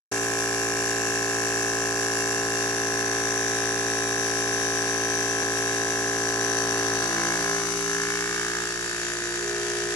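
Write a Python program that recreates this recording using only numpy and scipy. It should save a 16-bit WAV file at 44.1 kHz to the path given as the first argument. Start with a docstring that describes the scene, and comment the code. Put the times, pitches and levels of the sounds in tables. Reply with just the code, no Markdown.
"""A small diaphragm vacuum pump starts abruptly on a wooden bench, feeding a pick-up pen for tiny parts.
Each stroke hums in the housing, thumps one valve, flutters and chirps through the other, and shakes a
tick and a bright rattle out of the casing. By three seconds a nearby hand has recoloured the rattle;
later the sound jumps once, like a splice. Near seven seconds the needle seals on a part: the motor
labours, then speeds up as the vacuum builds and the valves quieten. A whistle joins, and last a drone."""
import sys
import numpy as np
from scipy import signal
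from scipy.fft import rfft, irfft, next_fast_len
from scipy.io import wavfile
from scipy.ndimage import map_coordinates

SR = 44100
rng = np.random.default_rng(int(sys.argv[2]) if len(sys.argv) > 2 else 0)


def transcribe(u):
    """Save the signal u as a 16-bit wav file named by the first command-line argument.

    u: samples, shape (n,) or (channels, n), limited to [-1, 1]; the rate is SR.
    q: integer samples, one column per channel.
    """
    v = np.clip(np.atleast_2d(u).T, -1, 1)
    q = np.round(v * 32767).astype(np.int16)
    wavfile.write(sys.argv[1], SR, q)


N = 438794
TIME = np.arange(N) / SR
# The part jostles on the needle: the wash swells and the valves beat unevenly.
SEATING = dict(start_s=6.9, attack_s=0.14, end_s=7.08, release_s=0.18)


def from_db(db):
    """Amplitude grows tenfold with every 20 decibels."""
    return 10 ** (np.asarray(db) / 20)


def rms_one(x):
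    """Normalisation to unit mean power."""
    return x / np.sqrt(np.mean(x ** 2) + 1e-20)


def in_time(rows):
    """Linear interpolation of each column at every sample; the first column is time."""
    seconds, *columns = np.transpose(rows)
    return [np.interp(TIME, seconds, column) for column in columns]


def ramp(start_s, length_s):
    """A linear transition from 0 to 1."""
    return np.clip((TIME - start_s) / length_s, 0, 1)


def spell(start_s, attack_s, end_s, release_s):
    """A trapezoidal envelope: attack, hold and release, between 0 and 1."""
    return ramp(start_s, attack_s) * (1 - ramp(end_s, release_s))


def burst(turn, length_turns):
    """Exponential decay, excited anew at the start of each turn."""
    return np.exp(-(turn % 1) / length_turns)


def drift(rate):
    """Smooth random fluctuation through `rate` new values a second; rms 1."""
    knots = rng.standard_normal(4000)
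    return rms_one(np.interp(TIME * rate, np.arange(len(knots)), knots))


def blend(layers, state):
    """A linear crossfade from each layer to the next as the state counts up."""
    return sum(layer * np.clip(1 - np.abs(state - k), 0, 1) for k, layer in enumerate(layers))


def placed(x, left_db, lead_ms):
    """Level and time differences give direction: the left is louder by left_db and early by lead_ms."""
    late = np.interp(TIME - lead_ms / 1000, TIME, x)
    return np.array([x * from_db(left_db / 2), late * from_db(-left_db / 2)])


def coloured(x, hz, db):
    """Spectral shaping of a white signal, falling 19 dB an octave past both ends; rms 1."""
    size = next_fast_len(N)
    octave, points = np.log2(np.arange(size // 2 + 1) * SR / size + 1), np.log2(hz)
    octaves_outside = np.abs(octave - np.clip(octave, points[0], points[-1]))
    gain = from_db(np.interp(octave, points, db) - 19 * octaves_outside)
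    return rms_one(irfft(rfft(x, size) * gain, size)[..., :N])


def strokes(table, turn, state, skirt_db, sweep_turns=0, size=2048):
    """Periodic blows excite harmonics (multiples are rounded); state blends the table's spectra."""
    orders, *colours = np.transpose(table)
    orders, k = np.round(orders), np.arange(size // 2 + 1)
    octaves_outside = np.abs(np.log2(np.maximum(k, .5) / np.clip(k, orders[0], orders[-1])))
    rolloff_db = np.minimum(skirt_db * octaves_outside, 30)
    gains = [from_db(np.interp(k, orders, db) - rolloff_db) for db in colours]
    # A struck part rings right after the blow: minimum phase.
    cepstrum = irfft(np.log(np.mean(gains, axis=0)))
    phase = rfft(2 * cepstrum[:size // 2], size).imag
    phase -= np.pi * sweep_turns * k ** 2  # each harmonic sounds sweep_turns after the one below
    cycles = [rms_one(irfft(gain * np.exp(1j * phase) * (octaves_outside == 0))) for gain in gains]
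    place = turn % 1 * size
    return blend([np.interp(place, np.arange(size + 1), np.append(c, c[0])) for c in cycles], state)


def repeating_noise(turn, memory_turns, size=1024):
    """Noise correlated from turn to turn, its pattern forgotten exponentially."""
    keep = np.exp(-1 / memory_turns)
    fresh = rng.standard_normal((int(turn[-1]) + 3, size))
    pattern, _ = signal.lfilter([np.sqrt(1 - keep ** 2)], [1, -keep], fresh[1:], axis=0,
                                zi=keep * fresh[:1])
    return rms_one(map_coordinates(pattern.ravel(), [turn * size], order=1))


def wash(strain):
    """Broadband noise: a rough wash under the pump's strokes, swelling as the needle seals."""
    # Spectrum of the wash. Each row: frequency in Hz, relative density in dB.
    spectrum = [(29, -11), (86, -7), (143, -5), (200, -4.5), (315, -1.5), (372, 0.5), (544, -5.5),
                (830, -4.5), (1230, -1.5), (1688, -2.5), (2089, -21), (4000, -8.5), (12000, -42)]
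    mid, side = coloured(rng.standard_normal((2, N)), *np.transpose(spectrum))
    level_db = -44 + 3.5 * strain + 3 * spell(**SEATING)
    return from_db(level_db) * (mid + from_db(-1.0) * np.array([side, -side]))


def whistle(turn, load, harmonic=121, onset_load=1.9):
    """One high harmonic of the stroke rate stands out of the casing as the vacuum completes."""
    tone = np.sqrt(2) * np.sin(2 * np.pi * harmonic * turn) * from_db(-45.5 + 2 * drift(12))
    return placed(tone * np.sqrt(np.clip(load - onset_load, 0, 1)), left_db=-3, lead_ms=0.01)


def tick(turn, load):
    """Impact excitation: each thump draws the same short, high response from the casing."""
    # Spectrum of the tick. Each row: multiple of the stroke rate, relative level in dB.
    harmonics = [(37, -6.5), (40, -5), (44, -5.5), (48, 3.5), (50, -11.5), (52, -17)]
    ticks = strokes(harmonics, turn, 0, skirt_db=8) * from_db(-48.5 - 1.5 * load)
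    return placed(ticks, left_db=2, lead_ms=0.03)


def chirp(turn, load, delay, pitch_hz=5840, wander_hz=170):
    """A flow tone: air whistles briefly through the reed on each stroke, uneven in pitch and strength."""
    tone = np.sin(2 * np.pi * np.cumsum(pitch_hz + wander_hz * drift(80)) / SR)
    chirps = rms_one(tone * burst(turn - delay, length_turns=0.18) * from_db(2 * drift(40)))
    return placed(chirps * from_db(-42.5 - 2 * load), left_db=6, lead_ms=0.011)


def casing_colour(points_hz, db, side):
    """The casing's resonances raise narrow peaks on a broad spectrum; returns Hz and dB."""
    # Casing modes. Each row: frequency in Hz, half width in Hz, left and right peak heights in dB.
    modes = [(2733, 21, 9, 11), (3856, 46, 7, -3), (4484, 75, 8.5, -14), (5677, 24, 4.5, 16.5),
             (6360, 140, 2.5, 0.5), (7210, 44, 8.5, 7)]
    hz = np.geomspace(points_hz[0], points_hz[-1], 900)
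    peaks = sum(heights[side] / (1 + ((hz - centre) / width) ** 2) for centre, width, *heights in modes)
    return hz, np.interp(np.log(hz), np.log(points_hz), db) + peaks


def rattle(turn, delay, repeating_share=0.67):
    """Forced vibration: both valve blows shake the casing into chatter, coloured apart for each side."""
    # Course of the rattle. Each row: time in seconds, state (0 bench clear, 1 hand near, 2 full vacuum).
    states = [(2.3, 0.23), (3.1, 1.03), (7.7, 1.02), (8.9, 2.08)]
    # Strength of the rattle by state. Each row: level in dB, excess of left over right in dB.
    levels = [(-30, 1.5), (-30, 4.5), (-32.5, 2.3)]
    # Rattle spectra. Each row: frequency in Hz, then left and right relative density in dB per state.
    spectra = [(1990, -19, -8.5, -11, -11, 0.5, -10), (2380, -6.5, -22, -13, -15.5, -3.5, -4),
               (2810, -7.5, -14, -16.5, -8, -3.5, -19), (2950, -19, -17, -17, -19, -2.5, -13),
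               (3700, -17.5, -24, -17, -13.5, -4.5, -14), (4080, -18, -34, -20, -40, -11, -12),
               (4640, -13.5, -36, -17, -15, -3, -18), (6180, 0.5, -18, -0.5, -14, 4, -17),
               (6150, -10, -9.5, -30.5, -2, -25, 1), (7680, -13, -5, -13, -4.5, -5, -3),
               (8000, -29, -11.5, -28, -5, -14, -4), (8800, -48, -16, -71, -12.5, -47, -10),
               (10500, -11, -13.5, -13.5, -7, -8.5, -5.5), (12180, -37.5, -22, -42, -20.5, -34, -23)]
    state = np.clip(in_time(states)[0], 0, 2)
    level_db, left_db = (blend(column, state) for column in np.transpose(levels))
    hz, *colours = np.transpose(spectra)
    thump_power = 0.75 * burst(turn - .01, length_turns=0.08)
    reed_power = 0.9 * burst(turn - delay, length_turns=0.058)
    shake = rms_one(np.sqrt(0.17 + thump_power + reed_power)) * from_db(0.61 * drift(57))
    sides = []
    for side in range(2):
        repeating = np.sqrt(repeating_share) * repeating_noise(turn, memory_turns=106)
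        fresh = np.sqrt(1 - repeating_share) * rng.standard_normal(N)
        chatter = (repeating + fresh) * shake
        layers = [coloured(chatter, *casing_colour(hz, db, side)) for db in colours[side::2]]
        sides.append(blend(layers, state))
    return np.array(sides) * from_db(level_db + np.array([left_db, -left_db]) / 2)


def housing(turn, load):
    """Periodic forcing: the shaft shakes, each stroke sweeps up through the hum, a drone joins last."""
    # Hum of the housing. Each row: multiple of the stroke rate, then relative level in dB with the
    # needle open, sealing, holding and at full vacuum.
    hum_harmonics = [(2, -7.5, -5, -15, -9.5), (3, -16, -1, -8, -8.5), (4, -12, -4, -19.5, -17),
                     (5, -3, -0.5, -5, -15.5), (6, -8.5, 7, -61, 7), (7, 2, -15, 3, -5.5),
                     (8, -6, -3.5, -16.5, -5)]
    # Strength of the hum. Each row: time in seconds, level in dB.
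    hum_levels = [(6, -31.5), (6.92, -30), (7.08, -33), (7.35, -31), (7.9, -31), (8.4, -33), (8.95, -36.5),
                  (9.45, -34)]
    # Drone at full vacuum. Each row: multiple of the stroke rate, relative level in dB.
    drone_harmonics = [(7, -1.5), (8, -30), (11, -8.5), (12, -13), (13, -15)]
    hum_db, = in_time(hum_levels)
    colour = ramp(start_s=6.99, length_s=0.23) + np.clip(load - 1, 0, 2)  # shifts as the needle closes
    hum = strokes(hum_harmonics, turn + 0.278, colour, skirt_db=23, sweep_turns=.29)
    hum *= from_db(hum_db + 0.14 * drift(30))
    shaft = from_db(-53) * np.sin(2 * np.pi * turn)
    drone = sum(from_db(db) * np.sin(2 * np.pi * order * turn) for order, db in drone_harmonics)
    drone *= from_db(-34.5) * ramp(start_s=9.36, length_s=0.1)
    return placed(hum + np.sqrt(2) * (shaft + drone), left_db=0.25, lead_ms=0.097)


def valves(turn, load, delay, strain):
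    """Alternating pressure thumps one valve, then flutters the reed; both weaken as the air thins."""
    # Valve thump. Each row: multiple of the stroke rate, relative dB open, holding and at full vacuum.
    thump_harmonics = [(8.9, -0.5, -11, -2.5), (10, -3, 2, -13), (10.97, -6, -33, 4.5), (12, 2.5, 1.5, 3),
                       (13, -1.5, -25, -2.5), (14, 4, 7, -19), (15, -6, -29, -1), (16, -9, 2, -11.5),
                       (16.95, -18, -17, 0.5), (18.16, 2, 7, -0.5), (19.08, 0, 0, -27), (20, -23, 0, -15),
                       (21, -5.5, 10, 3), (22, -14.5, -13, 5.5), (23.05, -2, 13.5, -20), (24, -9, 7, 1.5)]
    # Reed flutter. Each row: multiple of the stroke rate, relative dB open and at full vacuum.
    reed_harmonics = [(25.2, -9, -3), (25.97, -11, -1), (26.94, 3, -1), (28, 1.5, -8.5), (29, 5.5, 2),
                      (30.8, 5, -2), (31, 1.5, 2.5), (32, -1.5, -11), (33, -8, -9), (34, -6, -39),
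                      (34.9, -50, -13)]
    # A valve slapping its seat. Each row: multiple of the stroke rate, relative level in dB.
    slap_harmonics = [(11, -12), (18, -2.5), (22, -1), (24, -5), (29, 5.5), (33, -6.5), (37, 4.5), (39, 3),
                      (42, -15)]
    seating = spell(**SEATING)
    reed_hits_stop = spell(start_s=7.14, attack_s=0.044, end_s=8.56, release_s=0.18)
    reed_stall = spell(start_s=7.52, attack_s=0.22, end_s=7.8, release_s=0.14)
    holding = ramp(start_s=7.55, length_s=0.51)  # the airflow dies and the thump turns hollow
    jitter_turns = 0.0027 * seating
    turn = turn + jitter_turns * drift(57)
    reed_turn = turn - delay + (0.00076 + jitter_turns) * drift(57)
    opening = from_db(-7.5 * reed_stall + (0.5 + 2 * seating) * drift(57))
    thump = strokes(thump_harmonics, turn, holding + np.clip(load - 2, 0, 1), skirt_db=17.5)
    thump *= from_db(-35 - 2.5 * load + 3.5 * strain + 0.25 * drift(57))
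    reed = strokes(reed_harmonics, reed_turn, np.clip(load / 3, 0, 1), skirt_db=7)
    reed *= from_db(-32 - load) * opening
    # Under strain both valves slap; as the pair closes up, its interference comb glides upward.
    thump_slap = strokes(slap_harmonics, turn, 0, skirt_db=5) * np.maximum(strain, reed_hits_stop)
    reed_slap = strokes(slap_harmonics, reed_turn, 0, skirt_db=8) * reed_hits_stop * opening
    slaps = from_db(-33.5) * thump_slap + from_db(-33) * reed_slap
    slaps *= from_db(-3 * load + 1.4 * drift(57))
    return (placed(thump, left_db=-1.1, lead_ms=0.11) + placed(reed, left_db=-3.5, lead_ms=0.13)
            + placed(slaps, left_db=-0.5, lead_ms=0.12))


def scene():
    """Superposition of sources locked in phase to one shaft, over a broad wash."""
    # Motor speed. Each row: time in seconds, strokes per second.
    speeds = [(0, 57.21), (4, 57.26), (6, 57.2), (6.7, 57.08), (7, 56.7), (7.3, 57.08), (7.55, 57.34),
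              (7.8, 57.3), (8, 57.85), (8.3, 58.11), (8.8, 58.16), (9.3, 58.42), (9.9, 58.45)]
    # Air line. Each row: time in seconds, load (0 open, 1 sealing, 2 holding, 3 full vacuum).
    loads = [(6.6, 0), (7.0, 0.92), (7.28, 1.22), (7.65, 2.36), (7.9, 2), (8.55, 2.5), (8.65, 2.5),
             (9.3, 3)]
    speed, = in_time(speeds)
    load, = in_time(loads)
    # The motor labours against the closing needle.
    strain = spell(start_s=6.18, attack_s=1.3, end_s=7.59, release_s=0.26)
    delay = 0.33 * np.exp(-0.3414 * load)  # turns from thump to reed, fewer as the vacuum grows
    jump_turns = 0.3 * ramp(start_s=5.424, length_s=0.0037)  # the sound skips part of a stroke
    turn = 0.09 + np.cumsum(speed) / SR + jump_turns
    running = np.maximum(ramp(start_s=0.1136, length_s=0.0056), from_db(-78))
    pump = housing(turn, load) + valves(turn, load, delay, strain) + chirp(turn, load, delay)
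    casing = tick(turn, load) + whistle(turn, load) + rattle(turn, delay)
    return running * (pump + casing + wash(strain))


def record(dry, cutoff_hz=12600):
    """An elliptic low-pass filter cuts the top steeply."""
    return signal.sosfilt(signal.ellip(10, .2, 70, cutoff_hz, fs=SR, output="sos"), dry)


dry = scene()
out = record(dry)
transcribe(out)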